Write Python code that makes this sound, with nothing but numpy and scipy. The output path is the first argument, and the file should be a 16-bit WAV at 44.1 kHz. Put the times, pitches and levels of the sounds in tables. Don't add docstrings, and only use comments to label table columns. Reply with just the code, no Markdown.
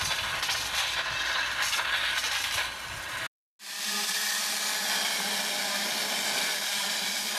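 import sys
import numpy as np
from scipy import signal
from scipy.fft import rfft, irfft, next_fast_len
from scipy.io import wavfile
from scipy.ndimage import uniform_filter1d, map_coordinates

SR = 44100
rng = np.random.default_rng(int(sys.argv[2]) if len(sys.argv) > 2 else 0)


def file_out(sig):
    cols = np.atleast_2d(sig).T
    lim = np.clip(cols, -1, 1)
    pcm = np.round(lim * 32767).astype(np.int16)
    wavfile.write(sys.argv[1], SR, pcm)


N = 325458


# (time [s], body, howl, rasp, sizzle, spray [dB])
DIG_LEVELS = [(0, -44, -45.5, -37, -42.5, -45), (.35, -41.5, -38.5, -37, -48.5, -50),
              (.52, -43, -40.5, -36.5, -46, -53.5), (.68, -41, -41, -38, -46.5, -50),
              (.9, -46, -43, -32, -39.5, -45.5), (1.04, -43.5, -37.5, -37, -47, -57.5),
              (1.3, -42, -33, -36, -40.5, -52), (1.53, -41.5, -35, -38, -47, -51),
              (1.74, -41, -34.5, -36, -47, -48.5), (1.87, -40.5, -35, -36, -52, -50.5),
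              (2.05, -43, -32.5, -31, -48.5, -48.5), (2.28, -44, -39.5, -40.5, -42, -47),
              (2.48, -44, -42, -37.5, -47.5, -48), (2.62, -44, -41, -38.5, -45, -45),
              (2.72, -46.5, -45.5, -44.5, -51, -54), (3.05, -45.5, -41.5, -43, -51, -51.5),
              (3.26, -43, -38, -37.5, -51.5, -49.5)]
# (frequency [Hz], relative level [dB])
DIG_SPECTRUM = [(210, -47), (350, -24), (449, -9.5), (541, -7.5), (663, -11.5), (717, -8.5), (1040, -4),
                (1360, 2), (1590, -7.5), (2040, -1), (2570, -0.5), (3860, 0), (7540, -23.5), (11800, -30.5),
                (14500, -40.5)]
# (centre [Hz], width [Hz], lift [dB])
CUT_RESONANCES = [(656, 49, 10), (720, 45, -3.5), (1045, 47, 8.5), (1262, 50, 4), (1327, 85, -8.5),
                  (1500, 51, 4), (1648, 117, 9.5), (1880, 45, 3), (2410, 76, 4), (2910, 110, 5.5),
                  (3240, 65, 2), (3600, 120, 0), (4350, 120, 2), (4950, 220, -1), (6100, 980, 5),
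                  (7930, 1200, -3.5)]

def digging():
    body_db, howl_db, rasp_db, sizzle_db, spray_db = curves(DIG_LEVELS)
    roar_lift, rasp_lift = bites()
    glance_db = glances()
    jet = colour(impacts(rate=7000, spread_db=6.5, mist=0.73), DIG_SPECTRUM, CUT_RESONANCES)
    jet = pit_colour(cut_echoes(jet), depth_db=2.9, frames=26)
    body, howl, rasp, sizzle, spray = registers(jet, edges_hz=(1300, 2000, 4600, 7200))
    roar = body * amp(body_db + 0.5) + howl * amp(howl_db)
    roar *= amp(roar_lift - 0.31 * glance_db) * sputter(slow_db=0.5, fast_db=1.0)
    rasp *= amp(rasp_db - 1 + rasp_lift + 0.33 * glance_db) * sputter(slow_db=1.0, fast_db=0.8)
    grind = (roar + rasp) * sputter(slow_db=0.46, fast_db=0.1)
    hiss = sizzle * amp(sizzle_db - 1.5 + 1.26 * glance_db) + spray * amp(spray_db + 2 + glance_db)
    return grind + hiss * sputter(slow_db=1.5, fast_db=1.0)


# (time [s], length [s], roar lift [dB], rasp lift [dB])
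JET_BITES = [(.008, 0.0087, 4, 2), (0.104, 0.02, 4.5, 7), (0.184, 0.014, 0, 9), (0.228, 0.048, 4, 2.5),
             (0.323, 0.066, 3.5, 0.5), (0.422, .007, 8, 4), (0.485, 0.015, 9, 6.5), (0.541, 0.01, 6.5, 1),
             (0.58, .012, -3, 1), (0.738, 0.017, 7.5, -0.5), (0.772, 0.073, 7.5, 3.5),
             (0.964, 0.033, 6.5, 3.5), (1.054, 0.024, 4, 2), (1.269, 0.037, 4.5, 1), (1.348, 0.042, 4.5, 4),
             (1.583, 0.062, 4.5, 4), (1.716, 0.028, -0.5, 3.5), (1.786, 0.014, 6, 4), (1.846, .012, 2.5, 2),
             (1.873, .012, 1.5, 2.5), (1.93, 0.026, 4, 2.5), (2.158, 0.03, 3.5, 2),
             (2.234, 0.049, 4.5, 5.5), (2.311, 0.068, 4.5, 6.5), (2.435, 0.025, 3.5, 5),
             (2.518, 0.027, 2, 0), (2.572, 0.045, 8, 6), (2.644, 0.018, 3, 7), (3.093, 0.01, 2, -0.5),
             (3.208, 0.054, 1.5, -1)]
# (time [s], length [s])
JET_SLIPS = [(0.376, 0.045), (.468, .012), (1.005, 0.035), (1.673, .032), (1.796, 0.04), (2.178, 0.044),
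             (2.295, .012), (2.408, 0.025), (2.486, .014)]

def bites():
    starts, lengths, *lifts_db = np.transpose(JET_BITES)
    sag_db = gates([(s, length, -3.5) for s, length in JET_SLIPS], attack=0.031, release=0.0056)
    return [sag_db + gates(zip(starts, lengths, db), attack=0.0033, release=0.016) for db in lifts_db]


# (time [s], length [s], spray lift [dB])
JET_GLANCES = [(0, 0.016, -0.5), (0.046, 0.024, 4.5), (0.428, 0.044, 9), (0.503, 0.035, 8),
               (0.56, 0.12, 5.5), (0.747, 0.069, 6), (1.622, 0.051, 8.5), (1.681, 0.033, 5.5),
               (1.722, .06, 7.5), (2.177, 0.021, 6.5), (2.239, 0.031, 4.5), (2.317, 0.15, 4.5),
               (2.521, 0.043, 7)]
GLANCE_ATTACK_S, GLANCE_RELEASE_S = 0.0028, 0.018

def glances():
    return gates(JET_GLANCES, GLANCE_ATTACK_S, GLANCE_RELEASE_S)


# (delay [ms], signed share)
CORNER_ECHOES = [(1.12, .12), (1.28, .2), (1.61, -.12), (2.42, -.1), (3.17, .14), (3.45, .1), (3.57, -.12),
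                 (3.68, .14), (5.32, .1)]
# (centre [Hz], width [Hz], lift [dB])
RIM_RESONANCES = [(840, 164, 8.5), (1310, 72, -1), (1610, 300, -1), (2290, 140, 1.5), (3160, 110, -7.5),
                  (4000, 250, 2), (7000, 400, 1), (12420, 4000, 1.5)]

def cut_echoes(jet, rim_share=0.66, rim_delay_ms=(1.6, 6.5), rim_paths=7):
    echo = dull(jet, edge_hz=6950)
    echoes = lambda paths: sum(share * np.roll(echo, round(ms * SR / 1000)) for ms, share in paths)
    sound = jet + echoes(CORNER_ECHOES)
    rim = unit(filtered(jet, lambda hz: amp(lifts(RIM_RESONANCES, hz))))
    for s, length, _ in JET_GLANCES:
        delays_ms = rng.uniform(*rim_delay_ms, rim_paths)
        shares = 0.22 * np.sign(rng.standard_normal(rim_paths))
        spot = rim + echoes(zip(delays_ms, shares))
        sound += gates([(s, length, rim_share)], GLANCE_ATTACK_S, GLANCE_RELEASE_S) * (spot - sound)
    return sound


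# (time [s], level [dB])
CHIP_SPITS = [(.011, -24.5), (.055, -27), (.111, -29), (.426, -24.5), (.497, -27), (.549, -31), (.744, -34),
              (.799, -30), (1.622, -26.5), (1.732, -30), (1.848, -39), (2.178, -28), (2.231, -35),
              (2.313, -28), (2.352, -27), (2.44, -26), (2.509, -27), (2.58, -30)]
# (frequency [Hz], relative level [dB])
SPIT_SPECTRUM = [(200, -34.5), (500, -10.5), (900, -3.5), (1700, 6), (3500, 2.5), (6000, -1.5), (8500, -17),
                 (14500, -19.5)]

def spits(attack=0.0013):
    bursts = gates([(s, attack, amp(db)) for s, db in CHIP_SPITS], attack, release=0.0069)
    return bursts * colour(impacts(rate=6000, spread_db=7.5, mist=0.6), SPIT_SPECTRUM)


# (time [s], length [s], level [dB])
BAR_GRAZES = [(0, 0.46, -50), (.76, 0.46, -51), (1.12, 0.31, -44), (2.25, 0.32, -47)]
# (centre [Hz], width [Hz], relative level [dB])
BAR_MODES = [(2640, 50, -0.5), (3200, 35, -4.5), (3490, 35, -8), (3800, 45, -7.5)]

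def rebar(idle_db=-54):
    grazing = gates([(s, length, amp(db)) for s, length, db in BAR_GRAZES], attack=0.029, release=0.066)
    return (amp(idle_db) + grazing) * sum(amp(db) * narrow(hz, width) for hz, width, db in BAR_MODES)


# (time [s], roar [dB], rasp [dB], spray [dB])
SWEEP_LEVELS = [(4.0, -42.5, -32.7, -33.3), (4.07, -41, -33, -31.5), (4.21, -40, -33.5, -32.5),
                (4.66, -39.5, -34, -33), (4.85, -37.7, -35.5, -36), (4.9, -35.5, -32.5, -34.5),
                (5.45, -37.5, -34.5, -36), (6.25, -37.5, -34, -36.5), (6.45, -35.5, -31, -34.5),
                (6.55, -37.5, -34.5, -35.5), (7.02, -39, -33.5, -37), (7.24, -42.5, -35.5, -35.5),
                (7.37, -36.5, -34.5, -36.5)]
# (time [s], slab delay [ms], wall delay [ms], wall share)
ECHO_PATHS = [(3.6, 1.15, 5.2, .35), (3.95, 1.15, 4.7, 0.5), (4.3, 1.17, 4.7, 0.5), (4.5, 1.14, 4.75, 0.4),
              (4.8, 1.21, 4.7, 0.5), (5.15, 1.25, 4.53, 0.24), (5.58, 1.31, 4.7, 0.3),
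              (5.75, 1.6, 5.1, 0.55), (5.92, 1.37, 4.85, 0.13), (6.5, 1.26, 4.64, 0.33),
              (6.75, 1.31, 5, 0.45), (7.38, 1.23, 4.8, 0.28)]
# (frequency [Hz], relative level [dB])
SLAB_SPECTRUM = [(320, -48.5), (550, -17), (807, 0.5), (900, -7), (1220, 2), (1410, -8), (1740, 2),
                 (2130, -10), (2380, -5), (2660, -10.5), (4410, -4), (12300, -15), (14500, -20.5)]
SWUNG_SPECTRUM = [(320, -37), (550, -8), (614, -4.5), (829, -0.5), (1340, -6.5), (1520, 1.5), (1740, 0.5),
                  (1970, -8.5), (2170, -2), (2370, -2.5), (2570, -11.5), (3170, -4), (5490, -4),
                  (12000, -11.5), (13800, -16.5), (14500, -25)]
# (centre [Hz], width [Hz], lift [dB])
SLAB_RESONANCES = [(970, 92, 2), (1740, 340, 2.5), (3225, 64, 1), (4300, 490, -2)]
# (time [s], length [s], lift [dB])
SLAB_CATCHES = [(3.72, .075, -0.5), (4.045, .035, -1.5), (4.118, .018, -2.5), (4.14, 0.029, 0.5),
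                (4.88, .02, 1), (6.045, 0.017, 1.5), (6.19, .02, 0), (6.254, 0.024, 1.5),
                (6.357, 0.028, 0.5), (6.426, .012, 0), (6.572, .02, -1.5), (6.8, .025, 0.5),
                (7.11, 0.075, 0)]
NOTE_HZ = 204

def sweeping():
    roar_db, rasp_db, spray_db = curves(SWEEP_LEVELS)
    slab_ms, wall_ms, wall_share = curves(ECHO_PATHS)
    drops = impacts(rate=7000, spread_db=7.0, mist=0.69)
    swung = np.clip((slab_ms - 1.14) / 0.12, 0, 1)
    jet = (1 - swung) * colour(drops, SLAB_SPECTRUM, SLAB_RESONANCES)
    jet += swung * colour(drops, SWUNG_SPECTRUM, SLAB_RESONANCES)
    jet += 0.11 * delayed(dull(jet, edge_hz=11000), slab_ms)
    jet += wall_share * delayed(dull(jet, edge_hz=2900), wall_ms)
    jet = pit_colour(jet, depth_db=2.3, frames=24)
    roar, rasp, spray = registers(jet, edges_hz=(2000, 5000))
    roar *= amp(roar_db) * sputter(slow_db=0.5, fast_db=1.5)
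    rasp *= amp(rasp_db - 0.3) * sputter(slow_db=0, fast_db=0.76)
    spray = (spray + sheen()) * amp(spray_db - 1.33)
    rush = mist_rush(wall_ms, wall_share)
    buzz = 1 + 0.13 * np.sin(2 * np.pi * NOTE_HZ * clock() + wobble(32))
    hiss = (roar * buzz + rasp + spray + rush) * sputter(slow_db=0.54, fast_db=0.17)
    return (hiss + flares()) * amp(gates(SLAB_CATCHES, attack=0.0069, release=0.007))


# (time [s], centre [Hz], level against the spray [dB])
SHEEN_GLIDE = [(3.6, 6250, -14), (4.35, 6310, -11), (4.6, 5800, -18), (4.85, 5760, -7.5), (5.2, 5570, -7),
               (5.55, 5410, -4), (6.2, 5500, -11), (6.6, 5400, -15.5), (7.38, 5520, -13)]

def sheen():
    hz, db = curves(SHEEN_GLIDE)
    return amp(db) * narrow(hz, width_hz=380)


# (time [s], length [s], centre [Hz], level [dB])
HISS_FLARES = [(4.15, 0.22, 1827, -40), (4.88, 0.25, 3240, -41.5), (5.03, .2, 2210, -44),
               (6.24, .22, 1547, -43.5), (6.68, .2, 3200, -44)]

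def flares():
    return sum(gates([(s, length, amp(db))], attack=0.025, release=0.025) * narrow(hz, width_hz=90)
               for s, length, hz, db in HISS_FLARES)


# (time [s], length [s], centre [Hz], width [Hz], gain [dB])
MID_NOTCHES = [(.75, 0.072, 340, 200, -23), (0.791, .1, 190, 140, -4), (1.655, 0.092, 400, 190, -22),
               (2.168, 0.053, 390, 169.5, -15), (2.315, 0.07, 350, 240, -24), (2.43, 0.09, 440, 170, -16),
               (3.6, 0.66, 527, 90, -14), (4.124, 0.21, 320, 95, -19), (4.4, 0.29, 310, 100, -5),
               (5.723, 0.053, 432, 170, -15), (5.65, .2, 1310, 110, -11), (3.6, 0.38, 700, 130, -1),
               (3.6, .7, 2090, 130, -5), (4.45, .38, 2600, 150, -5), (4.42, 0.16, 507, 79.5, -8),
               (5.35, .13, 324, 90, -7), (5.6, 0.25, 1120, 100, -6), (5.66, 0.18, 500, 90, -8),
               (6.7, .2, 480, 70, -8), (6.68, .13, 290, 120, -15), (7.13, 0.058, 470, 130, -16)]

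def hollowed(x, edge_s=0.015):
    hz, t, spectrum = signal.stft(x, SR, nperseg=2048, noverlap=1536)
    for s, length, centre, width, db in MID_NOTCHES:
        band = np.exp(-(2 * (hz - centre) / width) ** 2)
        inside = np.clip(np.minimum(t - s, s + length - t) / edge_s + 1, 0, 1)
        spectrum *= amp(db * np.outer(band, inside))
    return signal.istft(spectrum, SR, nperseg=2048, noverlap=1536)[1][:N]


# (time [s], level [dB])
MIST_LEVELS = [(3.8, -49.5), (4.3, -54), (4.5, -46.5), (4.8, -47), (4.92, -44), (5.6, -43), (6.45, -41),
               (6.68, -50), (7.0, -45.5), (7.38, -48.5)]
# (frequency [Hz], relative level [dB])
MIST_SPECTRUM = [(20, -34), (75, -28), (105, -22), (145, -9), (250, 0), (330, -3), (390, -0.5), (500, -3),
                 (610, 3), (820, -1.5), (1100, -6), (2500, -45)]
# (centre [Hz], width [Hz], lift [dB])
MIST_RESONANCES = [(196, 44, 5), (612, 36, 4), (814, 50, 4)]

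def mist_rush(wall_ms, wall_share):
    level_db, = curves(MIST_LEVELS)
    rush = colour(rng.standard_normal(N), MIST_SPECTRUM, MIST_RESONANCES)
    return unit(rush + 0.55 * wall_share * delayed(rush, wall_ms)) * amp(level_db)


# (frequency [Hz], relative level [dB])
NOTE_PARTIALS = [(204, 4.5), (420, -3.5), (815, 0), (1000, -0.5), (1225, -5.5)]
# (time [s], length [s], lift [dB])
NOTE_SWELLS = [(3.865, 0.2, 2), (4.21, 0.05, 6), (4.93, .2, 5), (5.19, 0.32, 7.5), (5.55, 0.28, 2.5),
               (5.95, 0.088, 8.5), (6.11, 0.16, 8.5), (6.74, 0.17, 10), (7.01, 0.059, 9), (7.24, 0.09, 8.5)]

def hollow_note(level_db=-52.5, flutter_db=8):
    swell_db = gates(NOTE_SWELLS, attack=0.016, release=0.038)
    waver = lambda hz: 1.13 * np.sqrt(hz / NOTE_HZ) * wobble(32)
    note = sum(amp(db) * np.sin(2 * np.pi * hz * clock() + waver(hz)) for hz, db in NOTE_PARTIALS)
    return amp(level_db + swell_db) * unit(note * amp(flutter_db * np.tanh(wobble(50))))


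# (time [s], length [s], frequency [Hz], level [dB])
CLEAR_PARTIALS = [(3.87, 0.16, 204.6, -41.5), (3.898, 0.14, 409, -49), (3.905, .085, 1222, -41),
                  (3.96, 0.056, 829, -43), (4.119, 0.12, 420, -54), (5.338, .09, 790, -44),
                  (5.49, 0.1, 603, -41), (5.504, .17, 815, -43), (5.666, 0.208, 204.6, -43.5),
                  (5.68, 0.058, 1015, -40), (5.688, 0.14, 1225, -44), (5.698, .07, 604, -42),
                  (5.828, .045, 1000, -42), (6.77, 0.055, 990, -41)]

def clear_tones(flutter_db=2.5):
    tone = lambda hz: np.sin(2 * np.pi * hz * clock() + 0.35 * wobble(22))
    tones = sum(gates([(s, length, amp(db))], attack=0.013, release=0.014) * tone(hz)
                for s, length, hz, db in CLEAR_PARTIALS)
    return tones * amp(flutter_db * np.tanh(wobble(40)))


# (time [s], peak before the trim [dB])
LOW_PUFFS = [(5.218, -58), (5.915, -54), (6.169, -55), (6.329, -50), (6.75, -53), (7.029, -58),
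             (7.218, -52)]

def puffs(trim_db=-3, rise_s=0.02):
    bumps = sum(amp(db + trim_db) * np.exp(-((clock() - s - rise_s) / rise_s) ** 2)
                for s, db in LOW_PUFFS)
    spectrum = [(40, -35), (90, -18), (130, -6), (165, -4), (260, -28), (600, -80)]  # (Hz, dB)
    return bumps * colour(rng.standard_normal(N), spectrum)


# (frequency [Hz], relative level [dB])
MACHINE_SPECTRUM = [(30, -37), (100, -19.5), (220, -5), (330, 0), (450, -7.5), (900, -2), (4000, -25.5)]

def pump(firing_hz=60.6, note_db=-56, wash_db=-51):
    phase = 2 * np.pi * firing_hz * clock() + 0.25 * wobble(6)
    wash = colour(rng.standard_normal(N), MACHINE_SPECTRUM)
    return amp(note_db) * np.sin(phase) + amp(wash_db) * wash


# (frequency [Hz], relative level [dB])
WIND_SPECTRUM = [(15, -28.5), (30, -13.5), (55, -3), (85, -3.5), (130, -4.5), (200, -12), (400, -30.5),
                 (1000, -77.5)]
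# (time [s], length [s], lift [dB])
WIND_GUSTS = [(0, 0.081, 15), (.2, 0.21, 7.5), (.45, 0.33, 4.5), (1.09, .1, 4), (2.85, 0.14, 5.5),
              (3.11, 0.26, 4.5)]

def wind(breeze_db=-56):
    level_db = breeze_db + gates(WIND_GUSTS, attack=0.029, release=0.058) + wobble(8.9)
    return amp(level_db) * colour(rng.standard_normal(N), WIND_SPECTRUM)


# (time [s], frequency [Hz], envelope peak [dB])
EDDY_THUMPS = [(.03, 85, -38), (.068, 140, -42), (.218, 90, -38), (1.108, 135, -40), (1.137, 110, -44),
               (2.555, 90, -36), (2.91, 85, -42), (2.938, 115, -42), (2.973, 110, -38)]

def thumps(rise_s=0.005):
    total = np.zeros(N)
    for s, hz, db in EDDY_THUMPS:
        age = np.maximum(clock() - s, 0)
        total += amp(db) * age / rise_s * np.exp(1 - age / rise_s) * np.sin(2 * np.pi * hz * age)
    return total


def impacts(rate, spread_db, mist):
    hit = rng.random(N) < rate / SR
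    size = amp(spread_db * rng.uniform(-0.91, 1, N))
    drops = unit(hit * np.sign(rng.standard_normal(N)) * size)
    return unit(drops + mist * rng.standard_normal(N))


def sputter(slow_db, fast_db):
    return amp(slow_db * 2 * np.tanh(wobble(55) / 2) + fast_db * 2 * np.tanh(wobble(280) / 2))


def pit_colour(x, depth_db, frames):
    hz, _, spectrum = signal.stft(x, SR, nperseg=1024)
    patches = uniform_filter1d(rng.standard_normal(spectrum.shape), size=3, axis=0)
    patches = unit(uniform_filter1d(patches, size=frames, axis=1))
    treble = np.interp(hz, [1000, 3500, 8000], [0.35, 0.8, 1])[:, None]
    return signal.istft(spectrum * amp(depth_db * treble * patches), nperseg=1024)[1][:N]


def dull(x, edge_hz):
    return filtered(x, lambda hz: 1 / np.hypot(1, (hz / edge_hz) ** 2))


def delayed(x, ms):
    return map_coordinates(x, [np.arange(N) - ms * SR / 1000], order=2)


def registers(x, edges_hz):
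    below = [filtered(x, lambda hz: 1 / (1 + (hz / edge) ** 12)) for edge in edges_hz]
    return [unit(band) for band in np.diff([np.zeros(N), *below, x], axis=0)]


def colour(x, spectrum, resonances=()):
    knots_hz, db = np.transpose(spectrum)
    slope_db = lambda hz: np.interp(np.log(hz + 1), np.log(knots_hz), db)
    return unit(filtered(x, lambda hz: amp(slope_db(hz) + lifts(resonances, hz))))


def lifts(resonances, hz):
    return sum(db / (1 + (2 * (hz - centre) / width) ** 2) for centre, width, db in resonances)


def filtered(x, response):
    size = next_fast_len(N + SR // 4)
    return irfft(rfft(x, size) * response(np.fft.rfftfreq(size, 1 / SR)), size)[:N]


def narrow(hz, width_hz):
    phase = 2 * np.pi * np.cumsum(hz + np.zeros(N)) / SR
    return unit(wobble(width_hz) * np.sin(phase) + wobble(width_hz) * np.cos(phase))


def gates(rows, attack, release):
    t, total = clock(), np.zeros(N)
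    for s, length, height in rows:
        span = slice(*np.searchsorted(t, [s, s + length + 10 * release]))
        age = t[span] - s
        decay = np.exp(-np.maximum(age - length, 0) / release)
        total[span] += height * np.clip(age / attack, 0, 1) * decay
    return total


def wobble(rate):
    knots = rng.standard_normal(int(N * rate / SR) + 4)
    fine = np.arange(0, N * rate / SR + 1, 1 / 8)
    return np.interp(clock() * rate, fine, map_coordinates(knots, [fine]))


def curves(rows):
    times, *columns = np.transpose(rows)
    return [np.interp(clock(), times, column) for column in columns]


def clock():
    return np.arange(N) / SR


def amp(db):
    return 10 ** (np.asarray(db) / 20)


def unit(x):
    return x / np.sqrt(np.mean(x ** 2) + 1e-20)


DIG_END_S, SWEEP_START_S = 3.265, 3.592
FADE_IN_S, FADE_FROM_DB = 0.35, -32.5

def scene():
    t = clock()
    at_wall = hollowed(digging() + rebar() + spits() + pump() + wind() + thumps())
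    on_slab = hollowed(sweeping() + hollow_note() + clear_tones() + puffs())
    stop = np.exp(-np.maximum(t - DIG_END_S, 0) / 0.0021)
    rise = np.clip((t - SWEEP_START_S) / FADE_IN_S, 0, 1) ** 0.82
    fade_in = (t > SWEEP_START_S) * (rise + (1 - rise) * amp(FADE_FROM_DB))
    return (at_wall * stop + on_slab * fade_in)[None]


PEAK_LIMIT, HISS_DB, TOP_HZ = 0.16, -103.5, 14550

def record(dry):
    rounded = dry[0] / (1 + (dry[0] / PEAK_LIMIT) ** 6) ** (1 / 6)
    hiss = amp(HISS_DB) * rng.standard_normal(N)
    return filtered(rounded + hiss, lambda hz: 1 / (1 + (hz / TOP_HZ) ** 200))[None]


dry = scene()
out = record(dry)
file_out(out)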